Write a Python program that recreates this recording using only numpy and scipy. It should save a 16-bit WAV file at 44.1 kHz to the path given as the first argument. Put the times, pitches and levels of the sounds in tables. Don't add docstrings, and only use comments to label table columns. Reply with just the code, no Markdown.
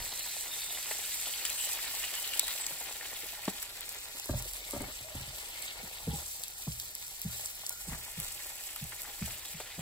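import sys
import numpy as np
from scipy import signal
from scipy.fft import rfft, irfft, next_fast_len
from scipy.io import wavfile
from scipy.ndimage import uniform_filter1d

SR = 44100
rng = np.random.default_rng(int(sys.argv[2]) if len(sys.argv) > 2 else 0)


def digitize_waveform(pressure):
    field = np.atleast_2d(pressure).T
    bounded = np.clip(field, -1, 1)
    quanta = np.round(bounded * 32767).astype(np.int16)
    wavfile.write(sys.argv[1], SR, quanta)


def volts_from_decibels(level):
    exponent = np.asarray(level, float) / 20
    return 10 ** exponent


N = 432621

# t/s, vigour/dB, wetness (sauce against crackle)/dB, loudest pocket f/Hz
FRYING = [(0, -44, -3.5, 3930), (.7, -41.5, -4.5, 3930), (1.2, -41, -4, 3480), (1.45, -40, -3.5, 2970),
          (2.0, -41.5, -2, 2780), (2.35, -41, -2, 3300), (2.6, -44, -1, 2800), (3.3, -46, -2, 3160),
          (3.8, -49.5, 0.9, 3880), (4.5, -46.5, -3.5, 3900), (5.05, -48.5, -1.6, 2980),
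          (5.45, -48, 1, 3150), (5.9, -49, 0, 3630), (6.3, -48.5, -6.5, 4480), (7.3, -47.5, -6, 4080),
          (7.8, -48, -6.5, 3050), (8.6, -47, -4, 2680), (9.81, -48.5, -2, 3230)]
# t/s, surge/dB
STROKE_SURGES = [
    (6.15, 6.5),
    (7.33, 6.5),
    (7.9, 1.5),
    (8.2, 3),
    (9.26, 2.5),
]
# f/Hz, level per Hz/dB
CRACKLE_COLOUR = [(3000, -49), (4500, -0.5), (5600, 1.5), (7000, 9.5), (8300, 16), (10000, 13), (13000, 11),
                  (15800, 11.5)]
SAUCE_COLOUR = [(1200, -47.5), (1700, -12), (2100, 10.5), (2700, 19), (3400, 24), (4200, 27), (5200, 22.5),
                (6500, -60)]
SIMMER_COLOUR = [(260, -20), (380, -19), (600, 7), (850, 13), (1100, 10), (1450, 8.5), (2000, 14.5)]
# f/Hz, share [0-1]
COMMON_SHARE = [(100, 0.9), (500, .97), (1000, 0.8), (2000, 0.68), (3500, 0.55), (5500, 0.35)]
# f/Hz, width/Hz, level/dB
BOWL_MODES = [(619, 11, -4), (821, 34, -1), (959, 30, -3.5), (1414, 22, 5.5), (1817, 170, 0),
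              (2094, 230, -2), (2465, 59, 1), (2780, 32, -9.5), (4360, 100, -13)]
# t/s of the peak, level/dB
SHUDDER_PEAKS = [(0.005, -55.5), (3.5, -72), (4.43, -82), (4.83, -59), (5.19, -81), (5.799, -68),
                 (6.08, -59), (7.92, -53), (8.25, -61), (9.32, -64)]
# f/Hz, level/dB
RUMBLE_COLOUR = [(20, 13), (40, 17.5), (65, 11.5), (120, 6.5), (200, -0.5), (400, -64)]
# t/s, peak level/dB, f/Hz
FIZZ_EVENTS = [(0.0233, -28.5, 4500), (0.119, -30, 4100), (0.5906, -56, 3620), (0.619, -26.5, 4250),
               (0.699, -29, 3600), (0.748, -31, 3540), (0.911, -27.5, 1870), (0.9112, -29.5, 2640),
               (1.118, -28.5, 3900), (1.2356, -36, 3960), (1.257, -29, 3330), (1.3374, -26.5, 3120),
               (1.4511, -26.5, 3190), (1.5, -32, 2540), (1.6378, -31.5, 2700), (1.69, -35, 2760),
               (1.7883, -30.5, 2120), (1.99, -49, 2120), (2.0363, -26, 2610), (2.242, -29, 4050),
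               (2.2737, -31, 3980), (2.335, -25, 2780), (2.3948, -21.5, 4130), (2.395, -29, 2370),
               (1.462, -24, 4700), (2.5064, -27, 3800), (3.0542, -36, 2460), (3.2316, -36, 2460),
               (3.4342, -34, 2390), (3.4538, -34, 2520), (3.479, -32.5, 1820), (3.61, -81, 4420),
               (3.6257, -36, 1970), (4.197, -35, 3600), (4.989, -31, 3870), (5.678, -28, 3720),
               (6.1165, -34, 3600), (6.4345, -31, 3720), (6.7989, -32, 4350), (8.6903, -34, 2860),
               (8.762, -35, 3070), (8.9214, -30.5, 1900), (9.2396, -46, 1910), (9.2519, -38, 2750),
               (9.4519, -37, 3960), (9.4519, -34, 3860), (9.543, -39, 2500), (9.6016, -37.5, 2320)]
# t/s, length/s, f/Hz, level/dB
STEAM_VENTS = [(0.084, 0.32, 4120, -53), (0.48, 0.31, 3670, -49), (1.1, 0.136, 3800, -55),
               (1.25, 0.12, 3300, -62), (1.6, .08, 5700, -62), (1.57, 0.117, 3020, -44.5),
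               (1.5, 0.33, 2600, -62), (2.03, 0.061, 2840, -47.5), (2.13, 0.26, 3000, -50.5),
               (1.5, .2, 4050, -51), (2.4, 0.1, 3880, -45), (1.3, .06, 4500, -48), (1.6, 0.049, 7900, -37),
               (1.56, 0.04, 9100, -35), (2.6, 0.073, 8000, -41), (6.1, .08, 832, -55),
               (7.7, .12, 1420, -62.5), (5.04, .1, 630, -56), (4.7, .04, 1150, -60),
               (5.55, 0.28, 2200, -59), (4.6, 0.288, 2200, -58)]
# t/s, peak level/dB, crack against ring/dB
SNAP_EVENTS = [(0.1755, -29, 7), (0.1935, -24, 7), (0.4803, -30, 7), (0.9123, -26, 7), (0.9692, -29, 7),
               (1.2131, -24, 7), (1.3598, -27, 7), (1.4506, -24, 7), (1.5, -19, 7), (1.5284, -27, 7),
               (1.7489, -27, 7), (1.9051, -27, 7), (2.152, -22, 7), (2.1899, -31, 7), (2.2752, -29, 7),
               (2.394, -12, 7), (2.4818, -26, 7), (2.5277, -24, 7), (3.4526, -30, 7), (3.4775, -34, 7),
               (3.6264, -25, 7), (3.8072, -25, 7), (3.8911, -26, 7), (3.9464, -32, 7), (4.1974, -26, 7),
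               (4.2428, -30, 7), (4.7805, -30, 7), (1.5913, -25, 7), (6.1055, -30, 7), (6.318, -31, 7),
               (4.2572, -28, 7), (4.4233, -25, 7), (4.5151, -36, 7), (4.5341, -25, 7), (4.7087, -23, 7),
               (5.2116, -29, 7), (5.6206, -29, 7), (6.4363, -23, 7), (6.4812, -25, 7), (6.7987, -23, 7),
               (6.9511, -23, 7), (7.0658, -33, 7), (7.216, -23, 7), (7.3282, -31, 7), (7.6934, -21, 7),
               (8.1998, -21, 7), (8.2192, -30, 7), (8.3704, -32, 7), (8.6383, -31, 7), (8.7605, -25, 7),
               (8.8403, -31, 7), (9.0178, -29, 7), (9.3217, -31, 7), (9.394, -31, 7), (9.4564, -27, 7)]
# t/s, peak level/dB, f/Hz
PLOP_EVENTS = [(0.366, -30, 760), (1.463, -23, 3300), (2.397, -31, 1320), (1.268, -28.5, 890),
               (1.555, -29, 1890), (1.938, -31, 840), (2.13, -35, 615), (2.43, -28.5, 790),
               (2.481, -21, 1960), (2.708, -27.5, 680), (3.053, -33, 770), (3.232, -32, 480),
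               (3.329, -32.5, 770), (4.454, -32, 554), (5.428, -33.5, 820), (6.184, -32.5, 830),
               (7.633, -33, 816), (8.76, -31, 1160), (9.073, -32, 910), (9.276, -28, 770),
               (9.601, -23, 860), (7.705, -31.5, 815), (6.672, -29.5, 860), (7.59, -42, 704),
               (4.665, -36, 600), (4.615, -39, 494), (9.791, -30, 754)]
# t/s, peak level/dB, f/Hz, crack against ring/dB
SPIT_EVENTS = [(0.4803, -32, 7370, -8), (2.072, -36, 8000, -18), (1.4528, -15, 7940, -13),
               (3.5748, -33, 8200, -8), (3.9853, -32, 7400, 0), (2.3351, -22.5, 8160, -16),
               (2.395, -12, 8160, 2), (2.4798, -19.5, 8800, -11), (2.5267, -31, 8400, 1),
               (2.6655, -16, 7100, -37), (2.9254, -23, 8400, -18), (3.4544, -27, 6800, 2),
               (3.8911, -51, 7500, 2), (3.9464, -35, 7300, 11), (4.424, -67, 8620, -12),
               (4.6808, -35, 8500, 3), (4.9242, -29, 8500, -10), (5.3612, -36, 8090, -17),
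               (4.8183, -25, 8700, -11), (5.4282, -36, 8700, -8), (5.6232, -24, 8300, -79),
               (6.7196, -30, 4900, -8), (7.4583, -23, 8100, -11), (7.665, -21, 7900, -22),
               (7.7267, -31, 8080, -25), (8.447, -31, 7900, -29), (8.7615, -37, 4970, 1),
               (8.9635, -29, 8900, 1), (9.069, -33, 8500, -5), (9.2604, -26, 7800, 1)]
# t/s, peak level/dB
HARD_CRACKS = [(2.3942, -10), (3.627, -25), (3.8911, -26), (4.1976, -24), (6.7989, -27), (7.216, -23),
               (7.6934, -23), (8.2, -22), (9.0178, -27)]
# t/s, air in the neck level/dB, cap against it/dB
CAP_MOVES = [
    (0.91, -56.5, 18.5),
    (3.479, -25, 0.5),
]
# f/Hz, level/dB, t60/s
NECK_MODES = [(185, -5.5, 0.051), (307, -1, 0.02)]
CAP_MODES = [(426, 0, 0.057), (633, 5.5, 0.032), (770, -4, 0.075), (860, 5, 0.036), (1150, 1, 0.03),
             (1310, -10, 0.069), (1830, -11, 0.031), (2440, -11, 0.012), (2980, -3, .012)]
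# t/s, peak level/dB, edge hardness/dB
SPATULA_THUMPS = [(5.828, -34.5, -8), (2.71, -44, -14), (6.073, -18, -8.5), (6.128, -27, -9),
                  (7.59, -53, -14), (6.378, -52, -11), (6.667, -18, -18.5), (6.949, -67, 9),
                  (7.247, -21.5, -24), (7.876, -25, -13.5), (7.919, -29.5, -12), (8.172, -26.5, -21),
                  (8.813, -26, -43), (9.212, -19, -22), (9.271, -42, -10), (9.538, -31.5, -36),
                  (9.78, -25.5, -12)]
# f/Hz, level/dB, t60/s
HOB_MODES = [(62, -15, 0.56), (74.5, -13.5, 0.47), (117.1, -11.5, 0.44), (147.3, 0, 0.12), (166, 3, 0.11),
             (207.6, -4.5, 0.12)]
PAN_EDGE_MODES = [(241, -2.5, 0.12), (343, -7, 0.06), (447, -9.5, 0.098), (530, -12, 0.05),
                  (644, -20, 0.013), (805, -16.5, 0.058)]
# t/s, counter boom level/dB, bottle against it/dB
BOTTLE_KNOCKS = [(4.149, -79, 21), (4.292, -24.5, -9.5), (4.335, -22, -19.5), (4.732, -39, 1.5),
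                 (4.746, -38.5, -2.5), (4.76, -32, -7), (4.804, -40, 0), (4.814, -41, -7),
                 (4.824, -41, -6.5), (4.833, -45, -7), (4.881, -50, -3), (5.004, -44, -12),
                 (5.147, -33.5, -16.5), (5.2, -34.5, -21), (5.27, -41, -20)]
# f/Hz, level/dB, t60/s
COUNTER_MODES = [(43.8, -9.5, 1), (60.6, -9, 1), (82.6, 1, 0.28), (113.5, -3.5, 0.26), (132.6, -3, 0.23),
                 (196, -3, 0.11)]
BOTTLE_MODES = [(251, 6, 0.087), (314, 6.5, 0.047), (400, -4, 0.12), (545, 4.5, 0.069), (599, 5.5, 0.051),
                (718, -3, 0.062), (910, -3.5, 0.065), (1197, -7, 0.06), (1335, -11, 0.18),
                (1617, -6.5, 0.043)]
# t/s, right behind left/samples
RIGHT_LAG = [(0, 0.16), (.5, 0.51), (1.5, 2.36), (3.5, 3.1), (4, 5.8), (4.6, 10.1), (6.2, 9.8), (6.6, 9),
             (7.6, 8.55), (8.1, 4.5), (8.6, 3.76), (9.1, 3.3), (9.81, 1.3)]
# f/Hz, left against right level/dB
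LEFT_TILT = [(60, -2.5), (250, 1), (1000, 3), (2200, 3.5), (4000, -.5), (5800, -4.5), (7500, -10)]
BAND_EDGES = [64, 72, 80, 88, 96, 108, 120, 132, 144, 160, 176, 196, 216, 228, 240, *range(256, 737, 16)]


def rms_one(x):
    return x / np.sqrt(np.mean(x ** 2) + 1e-20)


def in_time(rows):
    s, *columns = np.transpose(rows)
    return [np.interp(np.arange(N) / SR, s, c) for c in columns]


def at_hz(points, hz):
    table_hz, values = np.array(points).T
    return np.interp(np.log(hz), np.log(table_hz), values)


def drift(rate):
    r = np.exp(-80 * np.pi * rate / SR)
    slow = signal.lfilter([1], [1, -2 * r, r * r], rng.standard_normal(N // 40 + 2002))[2000:]
    return np.interp(np.arange(N) / 40, np.arange(len(slow)), rms_one(slow))


def swells(events, rise_s, fall_s):
    t = np.arange(N) / SR
    return sum(height * np.exp(np.where(t < s, (t - s) / rise_s, (s - t) / fall_s)) for s, height in events)


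def ring(clicks, hz, t60):
    r, w = volts_from_decibels(-60 / (t60 * SR)), 2 * np.pi * hz / SR
    return signal.lfilter([0, np.sin(w)], [1, -2 * r * np.cos(w), r * r], clicks + 1e-18)


def highpass(x, order, hz):
    return signal.sosfilt(signal.butter(order, hz, "high", fs=SR, output="sos"), x)


def bursting(colour, per_s, spread_db, cycles, clump_db, hiss, count, favour_db=0):
    clumps = volts_from_decibels(clump_db * (drift(12.4) + 1.06 * drift(74)))
    born = rng.random((3, N)) < per_s / SR
    sizes = volts_from_decibels(spread_db * np.minimum(rng.exponential(1, (3, N)), 5)) * rng.choice([-1, 1], (3, N))
    bursts = born * sizes * clumps
    bursts /= np.sqrt(np.mean(bursts ** 2) / count)
    dealt = rng.integers(0, count, N)
    pocket_hz = in_time(FRYING)[2]
    steam = rng.standard_normal((2, 3, N))
    out = 0
    for k, hz in enumerate(np.geomspace(colour[0][0], colour[-1][0], count)):
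        alike = np.clip(at_hz(COMMON_SHARE, hz), 0, 1)
        drive = bursts * (dealt == k) + hiss * steam[k % 2]
        drive = np.sqrt(alike) * drive[0] + np.sqrt(1 - alike) * drive[1:]
        patch = volts_from_decibels(at_hz(colour, hz) + clump_db * drift(22))
        patch *= volts_from_decibels(favour_db * np.exp(-(np.log(hz / pocket_hz) / 0.16) ** 2))
        out = out + patch * hz * ring(drive, hz, cycles / hz) / np.sin(2 * np.pi * min(hz / SR, .25))
    return rms_one(highpass(out, 3, colour[0][0]))


def ticks(per_s, spread_db, low_hz):
    decay_s = .001
    sizes = volts_from_decibels(spread_db * np.minimum(rng.exponential(1, N), 2.5)) * (rng.random(N) < per_s / SR)
    fading = signal.lfilter([1], [1, -np.exp(-1 / (decay_s * SR))], sizes)
    return rms_one(highpass(fading * rng.standard_normal(N), 2, low_hz))


def bowl(x):
    out = x.copy()
    for hz, width_hz, gain_db in BOWL_MODES:
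        r = np.exp(-np.pi * width_hz / SR)
        poles = [1, -2 * r * np.cos(2 * np.pi * hz / SR), r * r]
        out += volts_from_decibels(gain_db) * signal.lfilter([(1 - r * r) / 2, 0, (r * r - 1) / 2], poles, x)
    return out


def rumble():
    white = rng.standard_normal((2, N))
    f = np.maximum(np.arange(N // 2 + 1) * SR / N, 1)
    above, below = np.maximum(np.log2(f / 400), 0), np.maximum(np.log2(18 / f), 0)
    shape = volts_from_decibels(at_hz(RUMBLE_COLOUR, f) - 12 * above - 18 * below)
    mid, side = irfft(rfft(white) * shape, N)
    return rms_one(mid + .08 * side * [[1], [-1]])


def pops(events, spray_s, crack_s, cycles, gain_db, crack_hz):
    out, t = np.zeros(N + 2000), np.arange(2000) / SR
    spray = rng.standard_normal((len(events), len(t)))
    spray[:, 0] = 3
    for (s, peak_db, hz, crack_db), noise in zip(events, spray):
        fading = np.exp(-t / spray_s)
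        tone = highpass(ring(noise * fading, hz, cycles / hz), 2, hz / 2)
        crack = highpass(noise * (np.exp(-t / crack_s) + 0.077 * fading), 2, crack_hz)
        burst = tone / np.abs(tone).max() + volts_from_decibels(crack_db) * crack / np.abs(crack).max()
        i = round(s * SR)
        out[i:i + len(t)] += volts_from_decibels(peak_db + gain_db) * burst
    return out[:N]


def single_bursts():
    delay_s = .0009
    fizzes = [(*row, -4) for row in FIZZ_EVENTS]
    snaps = [(s + delay_s, db, 12400, crack_db) for s, db, crack_db in SNAP_EVENTS]
    snaps += [(s + delay_s, db, 15400, 0) for s, db in HARD_CRACKS]
    plops = [(*row, -30) for row in PLOP_EVENTS]
    out = pops(fizzes, spray_s=.0076, crack_s=.0005, cycles=9.3, gain_db=-1.8, crack_hz=1500)
    out += pops(snaps, spray_s=.0012, crack_s=.0003, cycles=10.6, gain_db=-1.5, crack_hz=5100)
    out += pops(plops, spray_s=.0083, crack_s=.0012, cycles=4.3, gain_db=-10.5, crack_hz=350)
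    return out + pops(SPIT_EVENTS, spray_s=.0018, crack_s=.0003, cycles=14.0, gain_db=.73, crack_hz=2800)


def vents():
    width, edge_s = .071, .016
    t, out = np.arange(N) / SR, np.zeros((2, N))
    flutter = volts_from_decibels(3.5 * drift(73))
    for s, length, hz, level_db in STEAM_VENTS:
        part = slice(max(int((s - .1) * SR), 0), int((s + length + .1) * SR))
        white = rng.standard_normal((3, SR))[:, :len(t[part])]
        edges_hz = [hz * (1 - width / 2), hz * (1 + width / 2)]
        band = signal.butter(2, edges_hz, "band", fs=SR, output="sos")
        hiss = rms_one(signal.sosfilt(band, white[0] + .8 * white[1:]))
        shape = np.clip(np.minimum(t[part] - s, s + length - t[part]) / edge_s + .5, 0, 1)
        out[:, part] += volts_from_decibels(level_db) * shape * flutter[part] * hiss
    return out


def frying(vigour_db, wet_db, shudder):
    vigour_db = vigour_db + swells(STROKE_SURGES, rise_s=.011, fall_s=.14)
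    simmer_db = -57.5 + .59 * (vigour_db - vigour_db.mean()) + (wet_db - wet_db.mean())
    slosh = volts_from_decibels(simmer_db) + volts_from_decibels(9 - 8.5) * shudder
    fry = volts_from_decibels(vigour_db + 4.5) * bursting(CRACKLE_COLOUR, 9000., spread_db=3.4, cycles=13.6,
                                          clump_db=1.9, hiss=.54, count=16)
    fry += volts_from_decibels(vigour_db + wet_db - .5) * bursting(SAUCE_COLOUR, 4000., spread_db=2.7, cycles=13.1,
                                                   clump_db=1.5, hiss=.22, count=16, favour_db=3.0)
    fry += slosh * bursting(SIMMER_COLOUR, 1500., spread_db=1.6, cycles=6.9, clump_db=3.4, hiss=.87, count=10)
    fry += volts_from_decibels(vigour_db - 5) * ticks(220.0, spread_db=4.3, low_hz=8900) + vents()
    return bowl(signal.sosfilt(signal.cheby2(12, 50, 16250, fs=SR, output="sos"), fry))


def struck(times, peaks_db, modes, soft_hz, scatter_db, rattle_s):
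    at = np.round(np.array(times) * SR).astype(int)
    out, t = np.zeros(N), np.arange(4000) / SR
    luck = rng.standard_normal((len(at), len(modes)))
    rattle = rng.standard_normal((len(at), len(t))) * np.exp(-t / rattle_s) / np.sqrt(rattle_s * SR)
    contact = .45 * rattle + (t == 0)
    for k, (hz, level_db, t60) in enumerate(modes):
        force = np.zeros(N + len(t))
        for i, peak_db, touch, chance in zip(at, peaks_db, contact, luck[:, k]):
            force[i:i + len(t)] += volts_from_decibels(peak_db + level_db + scatter_db * chance) * touch
        out += ring(force[:N], hz, t60) * (-1) ** k
    r = np.exp(-2 * np.pi * soft_hz / SR)
    return signal.lfilter([(1 - r) ** 2], [1, -2 * r, r * r], out)


def cap():
    s, neck_db, lid_db = np.transpose(CAP_MOVES)
    neck = struck(s, neck_db + 4.5, NECK_MODES, 3000, 0, .0015)
    return neck + struck(s, neck_db + lid_db - 5.5, CAP_MODES, 8000, 0, .00057)


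def knocks(events, body, edge, soft_hz, rattle_s):
    s, peak_db, hard_db = np.transpose(events)
    boom = struck(s, peak_db - 9.5, body, soft_hz, 1.5, rattle_s)
    return boom + struck(s, peak_db + hard_db - 3.5, edge, 4300, 2.5, rattle_s)


def spatula():
    return knocks(SPATULA_THUMPS, HOB_MODES, PAN_EDGE_MODES, 350, .007)


def bottle():
    return knocks(BOTTLE_KNOCKS, COUNTER_MODES, BOTTLE_MODES, 810, .006)


def kitchen(x, t60, cut_hz):
    size = next_fast_len(N + SR)
    f = np.arange(size // 2 + 1) / size
    loss = 1 + (f * SR / cut_hz) ** 2
    spectrum = rfft(x, size) / (1 + (170 / SR / (f + 1e-9)) ** 2)
    sides = []
    for lags in rng.uniform(.011, .037, (2, 8)) * SR:
        loops = [volts_from_decibels(-60 * d / SR / t60 * loss) * np.exp(-2j * np.pi * f * d) for d in lags]
        sides.append(irfft(spectrum * sum(g / (1 - g) for g in loops), size)[:N])
    return np.array(sides)


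def nearer_left(pair):
    lows = signal.sosfiltfilt(signal.butter(2, 1400, fs=SR, output="sos"), pair[1])
    late = np.arange(N) - in_time(RIGHT_LAG)[0]
    pair[1] = lows + np.interp(late, np.arange(N), pair[1] - lows)
    return pair


def scene():
    vigour_db, wet_db, _ = in_time(FRYING)
    shudder = swells([(s, volts_from_decibels(db)) for s, db in SHUDDER_PEAKS], rise_s=.04, fall_s=.039)
    pan = nearer_left(frying(vigour_db, wet_db, shudder) + single_bursts())
    house = volts_from_decibels(7.0) * (volts_from_decibels(-70.5) + shudder) * rumble()
    lid = cap()
    blows = spatula() + bottle()
    room = volts_from_decibels(-11) * kitchen(blows + volts_from_decibels(-9) * lid, t60=.25, cut_hz=1500)
    return pan + blows + lid + room + house


def thin_bands(pair):
    count = N // 1024 + 3
    both = np.pad([pair[0] + pair[1], pair[0] - pair[1]], ((0, 0), (1633, 4096)))
    both = both[:, :(count + 1) * 1024] / 2
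    bell = np.kaiser(1025, 4 * np.pi)
    rise = np.sqrt(np.cumsum(bell)[:-1] / bell.sum())
    cosines = np.cos(np.pi / 1024 * np.outer(np.arange(2048) + 512.5, np.arange(1024) + .5))
    basis = np.r_[rise, rise[::-1]][:, None] * cosines
    halves = both.reshape(2, -1, 1024)
    lines = np.concatenate([halves[:, :-1], halves[:, 1:]], axis=2) @ basis
    steps = (np.diff(both[0] + both[1]) ** 2)[512:512 + count * 1024].reshape(-1, 8, 128).mean(axis=2)
    calm, tame = (steps.max(axis=1) < volts_from_decibels(2 * db) * np.median(steps, axis=1) for db in (8.3, 11.5))
    for low, high in zip(BAND_EDGES, BAND_EDGES[1:]):
        drop_db, step_share = (-5, .75) if low >= 352 else (-7.3, .95)
        band = lines[:, :, low:high]
        power = np.mean(band ** 2, axis=2) + 1e-20
        ragged_db = 2.2 * uniform_filter1d(rng.standard_normal(power.shape), size=3) * np.sqrt(3)
        under_db = drop_db + np.array([[0], [.9]]) + ragged_db
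        weak = power < power[::-1] * volts_from_decibels(2 * under_db)
        step = step_share * np.sqrt(power.max(axis=0))[:, None]
        rounded = np.sign(band) * step * np.floor(np.abs(band / step) ** .75 + .4) ** (4 / 3)
        lines[:, :, low:high] = np.where(calm[:, None], rounded * ~weak[:, :, None], band)
    lines[:, :, BAND_EDGES[-1]:] *= ~tame[:, None]
    lines[:, :, 790:] = 0
    frames = lines @ basis.T / 512
    mid, side = (frames[:, :-1, 1024:] + frames[:, 1:, :1024]).reshape(2, -1)[:, 609:609 + N]
    return np.array([mid + side, mid - side])


def roll_off(x):
    return signal.sosfilt(signal.butter(12, 17000, fs=SR, output="sos"), x)


def record(dry):
    size = next_fast_len(N + 64)
    f = np.maximum(np.arange(size // 2 + 1) * SR / size, 1)
    left, right = rfft(dry, size)
    turn = np.pi / 2 * np.clip((f - 6200) / 1800 + .5, 0, 1)
    shared = .7 * turn
    tilt = volts_from_decibels(at_hz(LEFT_TILT, f) / 2 * np.cos(turn))
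    lag = 11.5
    late = np.exp(-2j * np.pi * (f * lag / SR - 2.03) * np.clip((f - 5000) / 900, 0, 1))
    pair = np.array([left * tilt * late, right / tilt * np.cos(shared) + left * np.sin(shared)])
    mix = thin_bands(irfft(pair, size)[:, :N])
    return roll_off(mix)


dry = scene()
out = record(dry)
digitize_waveform(out)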